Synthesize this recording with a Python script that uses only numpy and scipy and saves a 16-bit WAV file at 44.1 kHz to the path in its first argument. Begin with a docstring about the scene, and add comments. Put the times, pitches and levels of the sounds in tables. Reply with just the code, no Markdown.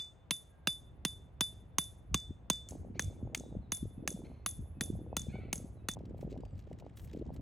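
"""Open gravel near a wall and trees: a hammer drives a steel tent peg in two shots, hard-cut together;
in a third shot a ribbed pump hose is handled on tent cloth.
Blows are shaped noise and damped sines, with the head's ring, a ground thud and noise echoes.
Cloth is random snaps, filtered noise and ticks; wind is filtered noise and single pressure swings.
Far birds are gliding sines and rough pulse trains; wind and air run on through all three shots."""
import sys
import numpy as np
from scipy import signal
from scipy.fft import rfft, irfft
from scipy.io import wavfile
from scipy.ndimage import uniform_filter1d

SR = 44100
rng = np.random.default_rng(int(sys.argv[2]) if len(sys.argv) > 2 else 0)


def log_audio(samples):
    """Write samples as a 16-bit WAV file to the path given in sys.argv[1]."""
    # one column per channel
    frames = np.atleast_2d(samples).T
    # limit to full scale, then quantise
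    limited = np.clip(frames, -1, 1)
    pcm = np.round(limited * 32767).astype(np.int16)
    wavfile.write(sys.argv[1], SR, pcm)


N = 326781

# All dB in the tables are relative: mix levels and filters act later.
# Hard cuts between the shots. Each entry: time in seconds.
CUTS_S = [2.688, 5.95]

# Open air and port spectra. Each row: frequency in Hz, density in dB per Hz.
AIR_SPECTRUM = [(30, 3.5), (100, 1.5), (300, -7), (700, -7.5), (1400, -18.5), (3000, -28), (6000, -46.5),
                (10000, -44.5), (16000, -49.5)]
# Phase lead of the left microphone port over the right. Each row: frequency in Hz, lead in radians.
PORT_LEAD = [(30, 0), (1900, 0.05), (3200, 0.68), (6400, 0.15), (8300, 0.45), (9300, -1.9), (10300, -3.2),
             (12000, -6.2), (13800, -9.4), (15500, -12.5)]

# Whistles of small birds. Each row: start in seconds, length in seconds, start pitch in Hz,
# end pitch in Hz, level in dB.
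WHISTLES = [(0.452, 0.3, 1647, 1557, -84), (3.222, 0.061, 7000, 6460, -89), (3.408, 0.073, 4000, 3680, -79),
            (3.609, 0.07, 4350, 3570, -85.5), (3.95, 0.072, 2630, 2530, -88.5),
            (4.379, 0.096, 2600, 2555, -88), (4.731, 0.093, 2600, 2530, -87),
            (5.085, 0.11, 2570, 2560, -83.5), (5.755, 0.07, 4210, 3580, -88.5),
            (5.783, 0.09, 2564, 2630, -87.5), (6.394, 0.13, 4940, 4560, -89),
            (6.486, 0.06, 8600, 7100, -89)]
# Harsh calls of a far bird. Each row: start in seconds, length in seconds, start pitch in Hz,
# top of the pitch arch in Hz, level in dB, roughness 0-1, power that lifts the upper harmonics.
CAWS = [(2.943, 0.046, 706, 1150, -68, 0.38, 2.4), (4.241, .035, 944, 1070, -68, 0.42, 2.4),
        (5.287, 0.045, 736, 866, -67, 0.4, 1.0), (5.319, 0.063, 697, 767, -59.5, 0.31, 0.25),
        (5.392, 0.064, 613, 660, -68, 0.3, 0.082)]
# Throat of the far bird. 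Each row: frequency in Hz, gain in dB.
THROAT = [(500, -12), (760, -3), (1050, -14), (1400, -7), (1850, -12), (2300, 2), (2700, -11), (3600, -23),
          (4250, -16), (5000, -36)]

# Wind rumble spectrum. Each row: frequency in Hz, density in dB per Hz.
RUMBLE_SPECTRUM = [(15, -45), (25, -23), (35, -14), (50, -2), (70, 0), (110, -3), (180, -16), (300, -26.5),
                   (700, -52), (2000, -93.5)]
# Strength of the breeze. Each row: time in seconds, rumble in dB.
BREEZE = [(0, -65), (.45, -62.5), (.9, -54.5), (2.5, -55.5), (2.8, -52), (4.4, -53), (5.3, -47.5),
          (5.8, -51.5), (6.3, -46.5), (6.9, -54.5), (7.41, -44.5)]
# Gusts that swell the rumble. Each row: middle in seconds, rumble in dB.
GUSTS = [(2.14, -38), (2.301, -45.5), (2.8, -43.5), (3.069, -38.5), (3.25, -41.5), (3.58, -43.5),
         (3.849, -40.5), (4.61, -40.5), (4.94, -37.5), (6.55, -44), (7.029, -45)]
# Spells full of small eddies. 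Each row: start in seconds, length in seconds, flutter in dB.
SPELLS = [(2.7, 0.86, -53.5), (3.965, 0.29, -51), (4.763, 0.85, -54), (5.953, 0.48, -51.5),
          (6.662, 0.17, -55), (7.128, 0.17, -46.5)]
# Single strong buffets. Each row: middle in seconds, peak in dB, frequency in Hz.
BUFFETS = [(2.309, -35, 236), (2.722, -39, 525), (2.85, -41.5, 490), (3.231, -34.5, 216),
           (3.275, -40.5, 530), (3.409, -40, 495), (3.553, -34.5, 407), (3.569, -32.5, 180),
           (3.831, -28, 211), (3.856, -39, 370), (4.117, -39, 443), (4.594, -35, 187), (4.903, -26.5, 262),
           (4.941, -32.5, 158), (5.13, -30.5, 580), (5.287, -31, 171), (5.647, -35.5, 203),
           (5.97, -37, 620), (6.23, -32.5, 433), (6.436, -38.5, 590), (6.715, -37, 473),
           (6.866, -41.5, 595), (7.149, -37, 416), (7.305, -37, 554)]
GUST_WIDTH_S, SPELL_RISE_S, SPELL_FALL_S = 0.035, 0.01, 0.055
# Small eddies outgrow the rumble: EDDY_DB at a breeze of BREEZE_REF_DB, growth in dB per dB of breeze.
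BREEZE_REF_DB, EDDY_DB, EDDY_GROWTH = -50, -61, 1.5

# Spectra of crinkle and ticks, and of the weave's swish. Each row: frequency in Hz, density in dB per Hz.
CLOTH_SPECTRUM = [(400, 8), (1200, 4), (3200, 6), (4500, 1), (7500, -0.5), (9500, -8), (12000, -7.5),
                  (16000, -17)]
SWISH_SPECTRUM = [(2000, -22), (6000, -8.5), (9500, -4.5), (11500, -0.5), (13000, -7), (16000, -10)]
# Moves of the hands over the cloth. Each row: start in seconds, length in seconds, crinkle in dB, swish in dB.
MOVES = [(6.163, 0.07, -70.5, -71), (6.286, 0.047, -67.5, -83), (6.555, 0.056, -72, -80),
         (6.661, .08, -77.5, -89), (6.956, 0.094, -74, -62), (7.068, 0.13, -69, -81),
         (7.326, 0.027, -72, -69.5)]
# Ticks of the ribbed hose against the cloth. Each row: start in seconds, level in dB.
SCUFFS = [(5.989, -63.5), (6.0543, -59.5), (6.096, -69), (6.2113, -55.5), (6.308, -60.5), (6.376, -62.5),
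          (6.405, -62), (6.4515, -58.5), (6.592, -57.5), (6.787, -58), (6.7988, -55), (6.973, -53),
          (6.995, -55), (7.1318, -53.5), (7.363, -56)]
MOVE_RISE_S, MOVE_FALL_S, SCUFF_T60_S = 0.014, 0.013, 0.035
RESTING_DB = -78.5  # crinkle between moves

# Hammer blows. Each row: start in seconds, crack in dB, crack treble in dB, peg in dB, ground thud in dB,
# low ring in dB, high ring in dB, knock in Hz, looseness of grip as a factor on the low ring's length.
BLOWS = [(-0.011, -39, -41.5, -41.5, -49.5, -36, -63, 1600, 0.87),
         (0.3084, -33.5, -39, -37, -42, -38, -40.5, 2710, 0.89),
         (0.672, -33.5, -39.5, -37.5, -37, -32, -41.5, 2770, 0.91),
         (1.05, -36, -38, -39, -35, -41, -45.5, 2830, 1.24),
         (1.408, -34.5, -37, -35, -38, -32, -40.5, 2600, 0.88),
         (1.7836, -36, -34.5, -31.5, -38, -38, -38.5, 1082, 0.94),
         (2.1437, -34, -38, -31.5, -33.5, -40, -54, 1134, 1.48),
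         (2.4999, -35.5, -35.5, -30, -33.5, -37.5, -52.5, 1035, 1.43),
         (2.658, -38, -45.5, -41, -56, -69, -52, 1633, 0.82),
         (2.9942, -38.5, -45.5, -35.5, -43, -50, -50, 1750, 1.17),
         (3.3475, -39.5, -44.5, -43.5, -62, -64.5, -57.5, 2130, 2.6),
         (3.7196, -40, -43.5, -37, -43, -43, -39, 915, 0.85),
         (4.0759, -39, -40.5, -40, -44.5, -56.5, -46, 1733, 1.53),
         (4.4614, -40, -43, -41.5, -49, -50.5, -39.5, 1180, 1.04),
         (4.809, -40.5, -43, -40.5, -39.5, -45, -42, 1855, 0.8),
         (5.167, -41, -38.5, -37.5, -41, -43.5, -49.5, 1370, 0.88),
         (5.5287, -41, -39.5, -40.5, -42, -64, -46.5, 2230, 1.17),
         (5.886, -39.5, -41, -39.5, -40.5, -42.5, -52, 1824, 0.88)]
# Steel modes of the hammer head. Each row: frequency in Hz, level in dB, T60 in seconds,
# ring it follows (0 low, 1 high).
HAMMER_MODES = [(3510, -0.5, 0.29, 0), (3512, -19.5, .55, 0), (4890, -15.5, 0.16, 0), (10875, 4, 0.23, 1)]
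# Modes of the peg, damped by glove and gravel. Each row: frequency in Hz, level in dB, T60 in seconds.
PEG_MODES = [(6442, 10, 0.016), (6770, -20.5, 0.03), (5980, -3.5, 0.033), (6350, -26.5, 0.033)]
# Spectra of the crack, its treble, the wall's slap and the trees' wash.
# Each row: frequency in Hz, density in dB per Hz.
CRACK_SPECTRUM = [(300, -26.5), (550, -4.5), (850, -3.5), (1500, -2.5), (2100, -1), (2800, 0), (4300, -5),
                  (5500, -5.5), (7000, -10.5), (9000, -40)]
TREBLE_SPECTRUM = [(4000, -35), (7000, 0.5), (8000, -4), (8800, 6), (10000, -2), (11000, -1), (12500, -7.5),
                   (13800, -4), (15400, -6), (16500, -22.5)]
WALL_SPECTRUM = [(500, -21.5), (2500, -17), (5000, -18), (6400, 9), (7300, -1), (8500, 0), (9800, -18),
                 (12000, -16.5), (16000, -27)]
TREES_SPECTRUM = [(200, -10), (1000, -11.5), (3000, -8), (4500, -6.5), (5800, -3.5), (6500, 7), (7000, -1),
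                  (8600, 1), (9800, -9), (12000, -20), (15400, -15), (16500, -29.5)]
KNOCK_DB = -3.5  # re crack
LIFT_S, SOUND_M_PER_S = 0.09, 343  # time constant of the arm's lift; speed of sound
GROUND_DB = -20.5  # the ring's reflection in the gravel
FAR_ECHO_RATIO, FAR_ECHO_DB = 1.8, -6.5  # farther surface: delay and level re the wall's echo


def amp(db):
    """Decibels to gain."""
    return 10 ** (np.asarray(db) / 20)


def unit(x):
    """Scales to rms 1."""
    return x / np.sqrt(np.mean(x ** 2) + 1e-20)


def read(points, hz):
    """Interpolates a spectrum on a log-frequency axis."""
    f, value = np.transpose(points)
    return np.interp(np.log(hz + 1), np.log(f + 1), value)


def level(rows):
    """A dB curve as a gain for every sample."""
    return amp(np.interp(np.arange(N) / SR, *np.transpose(rows)))


def seconds(length_s):
    """Time axis of a short sound."""
    return np.arange(int(length_s * SR)) / SR


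def add(mix, start_s, sound):
    """Mixes a sound in, trimming what lies outside the mix."""
    at = round(start_s * SR)
    sound = sound[max(-at, 0):]
    part = mix[max(at, 0):][:len(sound)]
    part += sound[:len(part)]


def colour(x, points, size=2048):
    """Causal minimum-phase filter with the given spectrum."""
    log_gain = np.log(amp(read(points, abs(np.fft.fftfreq(size, 1 / SR)))))
    taps = np.fft.ifft(np.exp(signal.hilbert(log_gain).conj())).real[:size // 2]
    return signal.oaconvolve(x, taps)[:len(x)]


def burst(x, db, length_s):
    """Gives a short sound the energy of an rms of db held for length_s."""
    return amp(db) * x * np.sqrt(length_s * SR / (np.sum(x ** 2) + 1e-20))


def held(start_s, length_s, rise_s, fall_s):
    """Envelope: linear rise, hold, exponential fall after length_s."""
    t = np.arange(N) / SR - start_s
    return np.clip(t / rise_s, 0, 1) * np.exp(-np.maximum(t - length_s, 0) / fall_s)


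def puff(hz, cycles, order=6):
    """Pressure swing of about a cycle: a sine of random phase under a Gaussian, centred in order periods."""
    turns = hz * seconds(order / hz) - order / 2
    return np.exp(-(turns / cycles) ** 2) * np.sin(2 * np.pi * (turns + rng.random()))


def woods(x, t60_s, wet_db):
    """Trunks and branches scatter a thin, late tail: sparse noise taps that swell, then decay."""
    t = seconds(0.91)
    taps = rng.standard_normal(len(t)) * (rng.random(len(t)) < 5000 / SR)
    taps *= amp(-60 * t / t60_s) * (1 - np.exp(-t / 0.043))
    return amp(wet_db) * signal.oaconvolve(x, taps / np.linalg.norm(taps))[:N]


def air(db):
    """Steady hush of the open air: filtered noise."""
    return amp(db) * unit(colour(rng.standard_normal(N), AIR_SPECTRUM))


def whistles():
    """Thin whistles: sines gliding geometrically in pitch."""
    thin = np.zeros(N)
    for start_s, length_s, from_hz, to_hz, db in WHISTLES:
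        hz = np.geomspace(from_hz, to_hz, int(length_s * SR))
        tone = np.sin(2 * np.pi * np.cumsum(hz) / SR)
        add(thin, start_s, amp(db) * unit(tone * signal.windows.tukey(len(hz), 0.6)))
    return thin


def caws():
    """Harsh calls: six harmonics on an arching, jittered pitch, roughened by noise, through a throat filter."""
    harsh = np.zeros(N)
    for start_s, length_s, from_hz, top_hz, db, rough, shrill in CAWS:
        hz = from_hz + (top_hz - from_hz) * np.sin(np.linspace(0, 2, int(length_s * SR)))
        jitter, rasp = rng.standard_normal((2, len(hz)))
        turns = np.cumsum(hz * (1 + rough * uniform_filter1d(jitter, size=120))) / SR
        pulses = unit(sum(k ** shrill * np.cos(2 * np.pi * k * turns) for k in range(1, 7)))
        call = colour(pulses * (1 + rough * rasp), THROAT)
        add(harsh, start_s, amp(db) * unit(call * signal.windows.tukey(len(hz), 0.6)))
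    return harsh


def birds():
    """Whistles and harsh calls, blurred by the woods."""
    thin, harsh = whistles(), caws()
    return thin + woods(thin, 0.4, wet_db=-4) + harsh + woods(harsh, 0.6, wet_db=-2)


def wind_rumble(breeze):
    """Low noise whose swells follow breeze and gusts."""
    now = np.arange(N) / SR
    gusts = sum(amp(db) * np.exp(-((now - mid_s) / GUST_WIDTH_S) ** 2) for mid_s, db in GUSTS)
    rumble = colour(rng.standard_normal(N), RUMBLE_SPECTRUM, size=8192)
    # partly evens out chance swells
    evened = rumble / (uniform_filter1d(rumble ** 2, size=2200) + 1e-12) ** 0.11
    return unit(evened) * np.hypot(breeze, gusts)


def wind_flutter(breeze):
    """Small eddies: random puffs in twelve sizes, denser in level during spells and stronger breeze."""
    spells = sum(amp(db) * held(start_s, length_s, SPELL_RISE_S, SPELL_FALL_S)
                 for start_s, length_s, db in SPELLS)
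    turbulence = np.hypot(amp(EDDY_DB) * (breeze / amp(BREEZE_REF_DB)) ** EDDY_GROWTH, spells)
    flutter = np.zeros(N)
    for hz in np.geomspace(160, 620, num=12):
        # 20 eddies a second per size on average, levels spread exponentially in dB
        eddies = (rng.random(N) < 20 / SR) * amp(4.6 * np.minimum(rng.exponential(1, N), 3.2))
        flutter += signal.oaconvolve(eddies, puff(hz, cycles=0.58), "same") * hz ** -0.42
    return unit(flutter) * turbulence


def wind_buffets():
    """Single strong pressure swings on the microphone."""
    buffets = np.zeros(N)
    for mid_s, db, hz in BUFFETS:
        swing = amp(db) * puff(hz, cycles=0.52)
        add(buffets, mid_s - len(swing) / SR / 2, swing)
    return buffets


def wind(rumble_db, flutter_db, buffet_db):
    """Air turbulence on the microphone: rumble, flutter of small eddies, single buffets."""
    breeze = level(BREEZE)
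    steady = amp(rumble_db) * wind_rumble(breeze) + amp(flutter_db) * wind_flutter(breeze)
    return steady + amp(buffet_db) * wind_buffets()


def hose_ticks(scuff_db):
    """Ribbed hose ticks on the cloth: decaying noise."""
    ticks = np.zeros(N)
    t = seconds(0.15)
    for start_s, db in SCUFFS:
        add(ticks, start_s, amp(db + scuff_db - 60 * t / SCUFF_T60_S) * rng.standard_normal(len(t)))
    return ticks


def cloth(rustle_db, swish_db, scuff_db):
    """Tent cloth crinkles in tiny snaps, its weave swishes under the glove, the hose ticks against it."""
    snaps, folding, sliding = np.zeros((3, N))
    for start_s, length_s, fold_db, slide_db in MOVES:
        move = held(start_s, length_s, MOVE_RISE_S, MOVE_FALL_S)
        folding += amp(fold_db) * move
        sliding += amp(slide_db) * move
    for hz in np.geomspace(1800, 9500, num=14):
        folds = (rng.random(N) < 300 / SR) * amp(3.6 * np.minimum(rng.exponential(1, N), 4))
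        snaps += signal.oaconvolve(folds, puff(hz, cycles=1.9), "same") * hz ** 0.56
    # the glove catches and slides on the weave every few ms
    catches = amp(5.5 * unit(uniform_filter1d(rng.standard_normal(N), size=300)))
    crinkle = amp(rustle_db) * unit(snaps * catches) * (amp(RESTING_DB) + folding)
    crinkle_and_ticks = colour(crinkle + hose_ticks(scuff_db), CLOTH_SPECTRUM)
    swish = amp(swish_db) * unit(colour(rng.standard_normal(N) * catches, SWISH_SPECTRUM)) * sliding
    return (crinkle_and_ticks + swish) * (np.arange(N) / SR > CUTS_S[1])


def scatter(t60_s, echo_s, echo_db, wet_db):
    """Echo of one blow: a bright slap off the wall, a weaker one from farther off, a soft wash from the trees."""
    t = seconds(0.36)
    late = np.maximum([t - echo_s, t - FAR_ECHO_RATIO * echo_s], 0)
    echoes = amp([0, FAR_ECHO_DB]) @ (late * np.exp(-late / 0.0012))
    slap = colour(rng.standard_normal(len(t)) * echoes, WALL_SPECTRUM)
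    decay = amp(-60 * t / t60_s) * (1 - np.exp(-t / 0.0026))
    wash = colour(rng.standard_normal(len(t)) * decay, TREES_SPECTRUM)
    return burst(slap, echo_db, 0.01) + burst(wash, wet_db, 0.01)


def ring(low_db, high_db, looseness, lift_m_per_s):
    """Head rings as it is lifted: pitch rises a little and beats with its reflection in the ground."""
    t = seconds(0.62)
    risen_m = lift_m_per_s * rng.uniform(0.8, 1.2) * np.cumsum(np.tanh(t / LIFT_S)) / SR
    early_s = risen_m / SOUND_M_PER_S
    sound = np.zeros(len(t))
    # a tight grip damps the low modes and hardly touches the high ones
    for hz, db, t60_s, is_high in HAMMER_MODES:
        start_db, length_s = (high_db, t60_s) if round(is_high) else (low_db, t60_s * looseness)
        direct = np.sin(2 * np.pi * hz * (t + early_s))
        mirrored = amp(GROUND_DB) * np.sin(2 * np.pi * (hz * (t - 0.3 * early_s) + rng.random()))
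        sound += amp(start_db + db - 60 * t / length_s) * (direct + mirrored)
    return np.sqrt(2) * sound * (1 - np.exp(-t / 0.00025))


def crack(t, crack_db, treble_db):
    """Sharp first contact; the peg then jerks through the stones for a few ms, and grit settles."""
    slip = 1.2 * np.exp(-t / 0.00095) + np.exp(-t / 0.0031) + 0.04 * np.exp(-t / 0.02)
    grit = rng.standard_normal((2, len(t))) * (1 - np.exp(-t / 0.00036)) * slip
    body = burst(colour(grit[0], CRACK_SPECTRUM), crack_db, 0.018)
    return body + burst(colour(grit[1], TREBLE_SPECTRUM), treble_db, 0.018)


def clank(t, peg_db):
    """Short ring of the damped peg, its modes detuned at random each blow."""
    modes = sum(amp(db - 60 * t / t60_s) * np.sin(2 * np.pi * (hz + 45 * rng.standard_normal()) * t)
                for hz, db, t60_s in PEG_MODES)
    return burst(modes * (1 - np.exp(-t / 0.0006)), peg_db, 0.013)


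def knock(t, db, knock_hz):
    """Stones gripping the tip knock at a pitch of their own each blow."""
    return burst(np.sin(2 * np.pi * knock_hz * t) * t * np.exp(-t / 0.0014), db, 0.011)


def thud(t, db):
    """Loose ground carries high tones fastest, so the thud falls in pitch."""
    hz = 150 + 750 * np.exp(-t / 0.0027)
    swing = np.sin(2 * np.pi * np.cumsum(hz) / SR) * t ** 2 * np.exp(-t / 0.003)
    return burst(swing, db, 0.015)


def blow(crack_db, treble_db, peg_db, thud_db, knock_hz):
    """Steel meets steel: crack, clank of the peg, knock and thud."""
    t = seconds(0.2)
    steel = crack(t, crack_db, treble_db) + clank(t, peg_db)
    return steel + knock(t, crack_db + KNOCK_DB, knock_hz) + thud(t, thud_db)


def hammering(start_s, end_s, echo_s, echo_db, wet_db, ring_wet_db, lift_m_per_s):
    """Blows, rings and echoes of one shot, gated hard between two cuts."""
    strikes, rings = np.zeros((2, N))
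    for s, crack_db, treble_db, peg_db, thud_db, low_db, high_db, knock_hz, looseness in BLOWS:
        # a blow just ahead of a cut belongs to the next shot
        if start_s - 0.05 < s < end_s - 0.05:
            add(strikes, s, blow(crack_db, treble_db, peg_db, thud_db, knock_hz))
            strength = amp(np.mean([crack_db, treble_db, peg_db]))
            add(strikes, s, strength * scatter(0.42, echo_s, echo_db, wet_db))
            add(rings, s, ring(low_db, high_db, looseness, lift_m_per_s))
    # the ring returns from the trees and beats against the direct ring as it fades
    lingering = woods(rings, 0.48, ring_wet_db)
    now = np.arange(N) / SR
    return (strikes + rings + lingering) * ((now >= start_s) & (now < end_s))


def ports(x):
    """Two microphone ports: opposite half phase leads that turn smoothly with frequency."""
    lead = read(PORT_LEAD, np.fft.rfftfreq(2 * N, 1 / SR))
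    lead = uniform_filter1d(uniform_filter1d(lead, size=9000), size=9000)
    return irfft(rfft(x, 2 * N) * np.exp(0.5j * np.array([lead, -lead])))[:, :N]


def scene():
    """Three shots in a row, under wind and air that differ a little between the ports."""
    backdrop = air(-65.5) + birds()
    handling = cloth(rustle_db=-7.5, swish_db=-2, scuff_db=-2.0)
    first = hammering(0, CUTS_S[0], echo_s=0.0312, echo_db=-14.5, wet_db=-15.0,
                      ring_wet_db=-22.5, lift_m_per_s=1.2)
    second = hammering(CUTS_S[0], CUTS_S[1], echo_s=0.0275, echo_db=-4.5, wet_db=-9.5,
                       ring_wet_db=-14.5, lift_m_per_s=0.686)
    sounds = ports(backdrop + handling + first + second)
    common = wind(rumble_db=1, flutter_db=2.0, buffet_db=1.5)
    apart = wind(rumble_db=-13.0, flutter_db=-8, buffet_db=-11.5) + air(-69)
    return sounds + common + np.array([apart, -apart])


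def record(dry):
    """The recorder's bass cut at 30 Hz and band limit at 16.9 kHz."""
    lean = signal.sosfilt(signal.butter(2, 30, "highpass", fs=SR, output="sos"), dry)
    edge = signal.firwin(511, 16900, window=("kaiser", 9), fs=SR)
    return signal.oaconvolve(lean, edge[None], "same", axes=1)


dry = scene()
out = record(dry)
log_audio(out)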